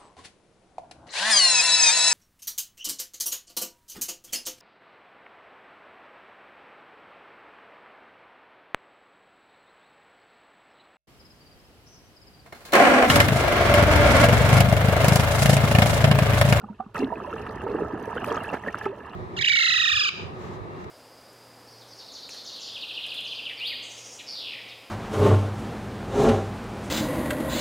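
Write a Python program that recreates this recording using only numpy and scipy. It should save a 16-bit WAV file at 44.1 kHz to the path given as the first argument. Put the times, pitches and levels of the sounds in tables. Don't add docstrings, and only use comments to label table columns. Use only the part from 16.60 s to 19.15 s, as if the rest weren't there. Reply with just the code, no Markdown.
import sys
import numpy as np
from scipy import signal
from scipy.fft import rfft, irfft, next_fast_len
from scipy.io import wavfile
from scipy.ndimage import uniform_filter1d

SR = 44100
rng = np.random.default_rng(int(sys.argv[2]) if len(sys.argv) > 2 else 0)


def wrap_up_sound(samples):
    columns = np.atleast_2d(samples).T
    tamed = np.clip(columns, -1, 1)
    steps = np.round(tamed * 32767).astype(np.int16)
    wavfile.write(sys.argv[1], SR, steps)


N = 112454


def undb(db):
    return 10 ** (np.asarray(db) / 20)


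def unit(x):
    return x / np.sqrt(np.mean(x ** 2))


def curve(rows, column=1):
    rows = np.array(rows, float)
    return np.interp(np.arange(N) / SR, rows[:, 0], rows[:, column])


def colour(x, points, share=1):
    size = 2 * next_fast_len(N)
    hz, db = np.array(points, float).T
    freqs = np.maximum(np.arange(size // 2 + 1) * SR / size, 1)
    gain = undb(share * np.interp(np.log(freqs), np.log(hz), db))
    cepstrum = irfft(np.log(gain))
    cepstrum[1:size // 2] *= 2
    cepstrum[size // 2 + 1:] = 0
    return irfft(rfft(x, size) * np.exp(rfft(cepstrum)))[..., :N]


def fade(t60):
    t = np.arange(int(1.5 * t60 * SR) + 2) / SR
    return t, np.exp(-np.log(1000) * t / t60)


def flicker(rate_hz, depth_db):
    hold = max(int(SR / rate_hz), 2)
    steps = np.repeat(rng.standard_normal(4000)[:N // hold + 1], hold)
    return undb(depth_db * uniform_filter1d(steps, hold // 2)[:N])


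def add(out, start_s, sound):
    i = int(np.clip(start_s * SR, 0, N - 1))
    out[..., i:i + sound.shape[-1]] += sound[..., :N - i]


def bubble(hz, t60, min_swell_s=0):
    swell_cycles, rise_per_t60 = 0.86, 0.084
    t, decay = fade(t60)
    swell_s = max(swell_cycles / hz, min_swell_s)
    envelope = decay * (1 - np.exp(-(t / swell_s) ** 2))
    phase = 2 * np.pi * hz * t * (1 + rise_per_t60 * t / t60 / 2)
    return envelope / envelope.max() * np.exp(1j * phase)


def swarm(low_hz, high_hz, per_s, t60_cycles, spread_db, width=0):
    out = np.zeros((2, N))
    for when, pitch, size, ring, turn, lag in rng.random((8000, 6))[:int(per_s * N / SR)]:
        hz = low_hz * (high_hz / low_hz) ** pitch
        t60 = t60_cycles / hz * 2 ** (2 * ring - 1)
        gain = undb(-spread_db * np.log(.015 + size))
        phases = np.exp(2j * np.pi * np.array([[turn], [turn + width * (lag - .5)]]))
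        add(out, when * N / SR, gain * (phases * bubble(hz, t60)).imag)
    return out


def hiss_bed():
    # freq_hz, gain_db
    eq = [(1000, -3), (3000, -3), (8500, -17.5), (15000, -28.5)]
    noise = rng.standard_normal((2, N)) + rng.standard_normal(N)
    return undb(-71) * unit(colour(noise, eq))


def rumble():
    # time_s, level_db
    levels = [(0, -52.5), (.32, -54.5), (.38, -43), (.55, -49), (.85, -43.5), (1.15, -41.5), (1.35, -46.5),
              (1.75, -44), (1.95, -51), (2.1, -47.5), (2.55, -52.5)]
    # freq_hz, gain_db
    eq = [(15, -34), (30, -11), (50, -4.5), (80, 3), (96, -2.5), (113, 4.5), (135, -5), (200, -27),
          (400, -9.5), (1500, -65)]
    return unit(colour(rng.standard_normal(N), eq)) * undb(curve(levels))


def lapping():
    # time_s, level_db
    levels = [(0, -43), (.06, -61.5), (.085, -47), (.16, -65.5), (.24, -48.5), (.27, -58.5), (.3, -52),
              (.34, -64), (.4, -90)]
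    # low_hz, high_hz, per_s, t60_cycles, spread_db
    bubbles = (520, 1480, 630, 65, 7.1)
    # freq_hz, gain_db
    eq = [(300, -6), (750, -8), (1000, -2), (1320, 1.5), (1480, 1), (2500, -18)]
    return unit(colour(swarm(*bubbles), eq)) * undb(curve(levels))


def fizz():
    # time_s, level_db
    levels = [(0, -90), (.338, -90), (.346, -58), (.39, -54), (.44, -61), (.46, -70), (.6, -69), (.8, -65),
              (1.1, -68), (1.35, -68), (1.6, -64), (1.68, -56.5), (1.8, -60), (1.95, -61), (1.99, -68),
              (2.12, -66), (2.19, -61), (2.26, -62), (2.3, -73), (2.55, -70.5)]
    # low_hz, high_hz, per_s, t60_cycles, spread_db
    bubbles = (4000, 16560, 1600, 38, 4.9)
    # freq_hz, gain_db
    eq = [(1500, -8), (3300, 14), (4300, 0.5), (6500, 2), (7200, -3), (8800, 1), (12900, -3.5),
          (14000, -0.5), (15700, -16)]
    hiss = undb(-2) * rng.standard_normal((2, N))
    pings = unit(swarm(*bubbles, width=1))
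    clouds = (pings + hiss) * flicker(rate_hz=110, depth_db=4)
    return unit(colour(clouds, eq)) * undb(curve(levels) + 3)


def cracks():
    # start_s, level_db
    hits = [(0.2025, -56), (0.3452, -40), (1.6458, -35), (2.1849, -41)]
    envelope = np.zeros(N)
    _, decay = fade(t60=0.00083)
    for start_s, db in hits:
        add(envelope, start_s, undb(db) * decay)
    return envelope * np.sign(rng.standard_normal(N))


def spits():
    # start_s, level_db, pitch_hz
    clusters = [(0.017, -49, 4600), (0.205, -45, 2600), (0.3635, -40, 8840), (0.380, -35, 4100),
                (0.3902, -31, 4250), (0.3905, -32, 6400), (0.4445, -28, 3100), (0.892, -38.5, 4070),
                (1.4387, -48, 4390), (1.6458, -36, 12500), (1.673, -36, 9900), (1.6778, -39, 4960),
                (1.683, -39, 10800), (1.692, -37, 4800), (1.7241, -34.5, 5900), (1.758, -34.5, 4270),
                (1.7666, -36.5, 6500), (1.8389, -47, 4770), (1.840, -44, 12700), (1.883, -45, 6420),
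                (1.9327, -40, 5840), (2.1258, -42, 5340), (2.1849, -44.5, 10300), (2.242, -47, 5680)]
    length_s, t60, scatter_octaves = 0.005, 0.004, 0.39
    trim_db, fall_db = -5.5, -12.5
    out = np.zeros((2, N))
    for (start_s, db, hz), draws in zip(clusters, rng.random((len(clusters), 7, 4))):
        for k, (late, pitch, turn, lag) in enumerate(draws):
            late, octaves = (late, scatter_octaves * (2 * pitch - 1)) if k else (0, 0)
            gain = undb(db + trim_db + fall_db * np.sqrt(late))
            ring = gain * bubble(hz * 2 ** octaves, t60, min_swell_s=t60 / 10)
            phases = np.exp(2j * np.pi * np.array([[turn], [turn + (lag - .5) / 2]]))
            add(out, start_s + late * length_s, (ring * phases).imag)
    return out


def slaps():
    # start_s, level_db, attack_s, t60_s
    hits = [(0.346, -31, 0.00042, 0.033), (0.864, -31, .002, 0.038), (1.671, -35, 0.0052, 0.077),
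            (1.714, -35.5, 0.0045, 0.13), (1.764, -36, 0.0021, 0.055), (1.927, -27.5, 0.017, 0.075),
            (2.069, -31.5, 0.011, 0.039), (2.148, -32.5, 0.004, 0.033), (2.253, -26, 0.0033, 0.038)]
    # freq_hz, gain_db
    eq = [(90, -15.5), (220, 11), (430, 7), (650, -16.5), (900, 1), (1080, -10.5), (1270, 8.5), (1500, -2),
          (1750, -1.5), (2300, -6), (2800, -10.5), (3700, -23.5), (6400, -35), (8100, -34.5), (10000, -34),
          (15000, -54)]
    envelope = np.zeros(N)
    for start_s, db, attack_s, t60 in hits:
        attack = np.linspace(0, 1, int(attack_s * SR) + 1)
        _, decay = fade(t60)
        add(envelope, start_s, undb(db) * np.concatenate([attack, decay]))
    return envelope * unit(colour(rng.standard_normal(N), eq))


def trickle():
    # time_s, level_db
    levels = [(0, -68.5), (.338, -76.5), (.35, -45), (.44, -47), (.48, -65.5), (.7, -51), (1.0, -56.5),
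              (1.35, -59.5), (1.6, -49.5), (1.75, -48.5), (2.0, -54.5), (2.26, -51.5), (2.33, -59),
              (2.55, -55)]
    # low_hz, high_hz, per_s, t60_cycles, spread_db
    bubbles = (1990, 4450, 900, 48, 4.4)
    # freq_hz, gain_db
    eq = [(800, -14.5), (2000, -3), (2400, -1), (2740, 9.5), (2890, 1), (3030, 2.5), (3300, -7.5),
          (4200, -13.5), (12000, -18)]
    return unit(colour(swarm(*bubbles, width=0.37), eq)) * undb(curve(levels))


def churn():
    # time_s, level_db
    levels = [(0, -64.5), (.338, -68), (.35, -29.5), (.46, -45), (.87, -41), (1.2, -38), (1.35, -40),
              (1.6, -39), (1.75, -33.5), (1.88, -40.5), (1.94, -34), (2.01, -45.5), (2.08, -39),
              (2.12, -48), (2.19, -39), (2.26, -44), (2.36, -46.5), (2.55, -41.5)]
    # low_hz, high_hz, per_s, t60_cycles, spread_db
    bubbles = (563.6, 2055, 1300, 17.6, 3.95)
    # freq_hz, gain_db
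    eq = [(200, -23), (600, -0.5), (780, -3), (940, 4), (1100, 0), (1270, 5.5), (1480, -5), (1720, 6),
          (2050, -6.5), (3500, -20.5), (8000, -47)]
    noise = rng.standard_normal(N) * flicker(rate_hz=110, depth_db=6.5)
    froth = undb(-13) * unit(colour(noise, eq))
    rings = unit(colour(swarm(*bubbles, width=0.11), eq))
    return unit(rings + froth) * undb(curve(levels))


def gurgle():
    # time_s, level_db
    levels = [(0, -49.5), (.335, -66.5), (.36, -34.5), (.44, -38.5), (.49, -39.5), (1.1, -38), (1.21, -32),
              (1.28, -37.5), (1.6, -40), (1.72, -32), (1.86, -44), (1.94, -36), (2.0, -51.5), (2.07, -36),
              (2.12, -44), (2.27, -46), (2.55, -47)]
    # low_hz, high_hz, per_s, t60_cycles, spread_db
    bubbles = (172.2, 602, 420, 7.8, 1.64)
    # freq_hz, gain_db
    eq = [(60, -41), (150, -4), (225, -4), (340, -3.5), (430, 5), (520, -5.5), (800, -5.5), (1500, -29),
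          (4000, -65)]
    return unit(colour(swarm(*bubbles, width=0.053), eq)) * undb(curve(levels))


def air_pocket():
    # time_s, pitch_hz, level_db
    glide = [(2.256, 399.5, -44), (2.263, 405, -18.5), (2.280, 393, -33), (2.298, 384, -28.5),
             (2.320, 424, -35), (2.334, 593, -35), (2.352, 560, -49)]
    t = np.arange(N) / SR
    gate = (t > glide[0][0]) & (t < glide[-1][0])
    phase = 2 * np.pi * np.cumsum(curve(glide)) / SR
    return gate * undb(curve(glide, column=2)) * np.sin(phase)


def housing(x):
    # pitch_hz, t60_s, gain_db
    modes = [(224, 0.11, -10.5), (457.4, 0.051, 13.5), (589, 0.086, 10.5), (880, 0.1, -5.5),
             (1330, 0.013, 8.5), (1570, 0.12, -3), (2720, 0.14, -2), (2730, 0.049, -8)]
    out = np.zeros(N)
    for hz, t60, db in modes:
        t, decay = fade(t60)
        mode = 2 * decay / decay.sum() * np.sin(2 * np.pi * hz * t)
        out += undb(db) * signal.fftconvolve(x, mode)[:N]
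    return out


def gulps():
    # start_s, pitch_hz, level_db, t60_s
    bubbles = [(0.032, 205, -33.5, 0.094), (0.038, 802, -34, 0.04), (0.042, 1200, -37, 0.027),
               (0.097, 204, -31.5, 0.11), (0.194, 222, -36, 0.08), (0.2, 750, -26, 0.081),
               (0.204, 1183, -34, 0.045), (0.261, 203, -37, 0.048), (0.357, 1280, -22, 0.034),
               (0.367, 1860, -23, 0.018), (0.39, 259.4, -25.5, 0.24), (0.402, 342, -29, 0.18),
               (0.423, 421, -20.5, 0.044), (0.431, 262, -17.5, 0.097), (0.432, 2090, -34, 0.025),
               (0.478, 323, -28.5, 0.039), (0.502, 960, -32.5, 0.04), (0.521, 651, -27.5, 0.1),
               (0.526, 940, -24, 0.048), (0.556, 2520, -35, 0.021), (0.601, 1170, -27, 0.021),
               (0.646, 983, -28.5, 0.054), (0.675, 587, -29.5, 0.088), (0.728, 1324, -26.5, 0.032),
               (0.738, 433.5, -27.5, 0.089), (0.866, 1230, -28, 0.031), (1.038, 388, -30, 0.1),
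               (1.062, 464, -26.5, 0.089), (1.066, 882, -27.5, 0.049), (1.069, 1294, -30, 0.042),
               (1.085, 476, -26.5, 0.2), (1.102, 407, -27, 0.087), (1.144, 303, -25.5, 0.099),
               (1.148, 455, -21, 0.044), (1.164, 2755, -41.5, 0.032), (1.185, 1270, -30, 0.03),
               (1.189, 800, -25.5, 0.029), (1.205, 467, -25, 0.06), (1.22, 393, -20, 0.015),
               (1.248, 1290, -31, 0.037), (1.334, 306, -24, 0.033), (1.477, 488, -22, 0.018),
               (1.529, 970, -25.5, 0.018), (1.562, 478, -23.5, 0.061), (1.57, 1410, -22, 0.022),
               (1.576, 2995, -33, 0.024), (1.581, 1560, -21, 0.016), (1.618, 2840, -32.5, 0.017),
               (1.644, 2440, -27.5, 0.0099), (1.643, 1220, -23, 0.0069), (1.675, 582, -26.5, 0.095),
               (1.702, 3180, -36.5, 0.026), (1.71, 453, -21, 0.072), (1.717, 1150, -21.5, 0.016),
               (1.767, 566, -23.5, 0.018), (1.77, 1213, -21.5, 0.025), (1.776, 3120, -38, 0.013),
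               (1.803, 1300, -26.5, 0.02), (1.806, 2750, -32.5, 0.045), (1.842, 1700, -24.5, 0.043),
               (1.88, 866, -28, 0.027), (1.889, 2704, -31, 0.041), (1.927, 523, -21, 0.02),
               (1.931, 746, -27.5, 0.061), (1.941, 425, -19, 0.009), (2.037, 1850, -28, 0.017),
               (2.063, 1666, -28.5, 0.048), (2.072, 561, -25.5, 0.029), (2.0833, 1820, -18.5, 0.027),
               (2.1442, 1365, -17.5, 0.0088), (2.2123, 1688, -21.5, 0.031), (2.243, 1720, -33, 0.094),
               (2.259, 1280, -26.5, 0.056), (2.264, 846, -22.5, 0.039)]
    case_db, splash_db = -14.5, -25
    rings, splash_envelope = np.zeros(N), np.zeros(N)
    _, burst = fade(t60=0.022)
    noise = rng.standard_normal(N)
    for start_s, hz, db, t60 in bubbles:
        add(rings, start_s, undb(db) * bubble(hz, t60, min_swell_s=0.001).imag)
        add(splash_envelope, start_s, undb(db) * burst)
    rings *= flicker(rate_hz=450, depth_db=2)
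    splash_rms = np.sqrt(np.mean(splash_envelope ** 2))
    splash = splash_rms * unit(housing(noise * splash_envelope))
    return rings + undb(case_db) * housing(rings) + undb(splash_db) * splash


def scene():
    # freq_hz, gain_db
    side_eq = [(60, -0.5), (130, 0), (220, -2), (430, -3), (560, -4.5), (720, -12), (950, -13),
               (1100, -1.5), (1270, -0.5), (1500, -6.5), (1750, -3.5), (2050, -2.5), (2650, 6.5),
               (3400, -0.5), (4200, -8), (5200, 0.5), (13000, -3)]
    bubbles = gulps() + air_pocket() + gurgle() + churn() + trickle() + fizz()
    left, right = bubbles + rumble() + lapping() + slaps() + cracks() + spits() + hiss_bed()
    return np.array([colour(left, side_eq, share=0.29), colour(right, side_eq, share=-0.42)])


def record(dry):
    cutoff_hz = 15700
    return signal.sosfilt(signal.ellip(10, .2, 80, cutoff_hz, fs=SR, output="sos"), dry)


dry = scene()
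out = record(dry)
wrap_up_sound(out)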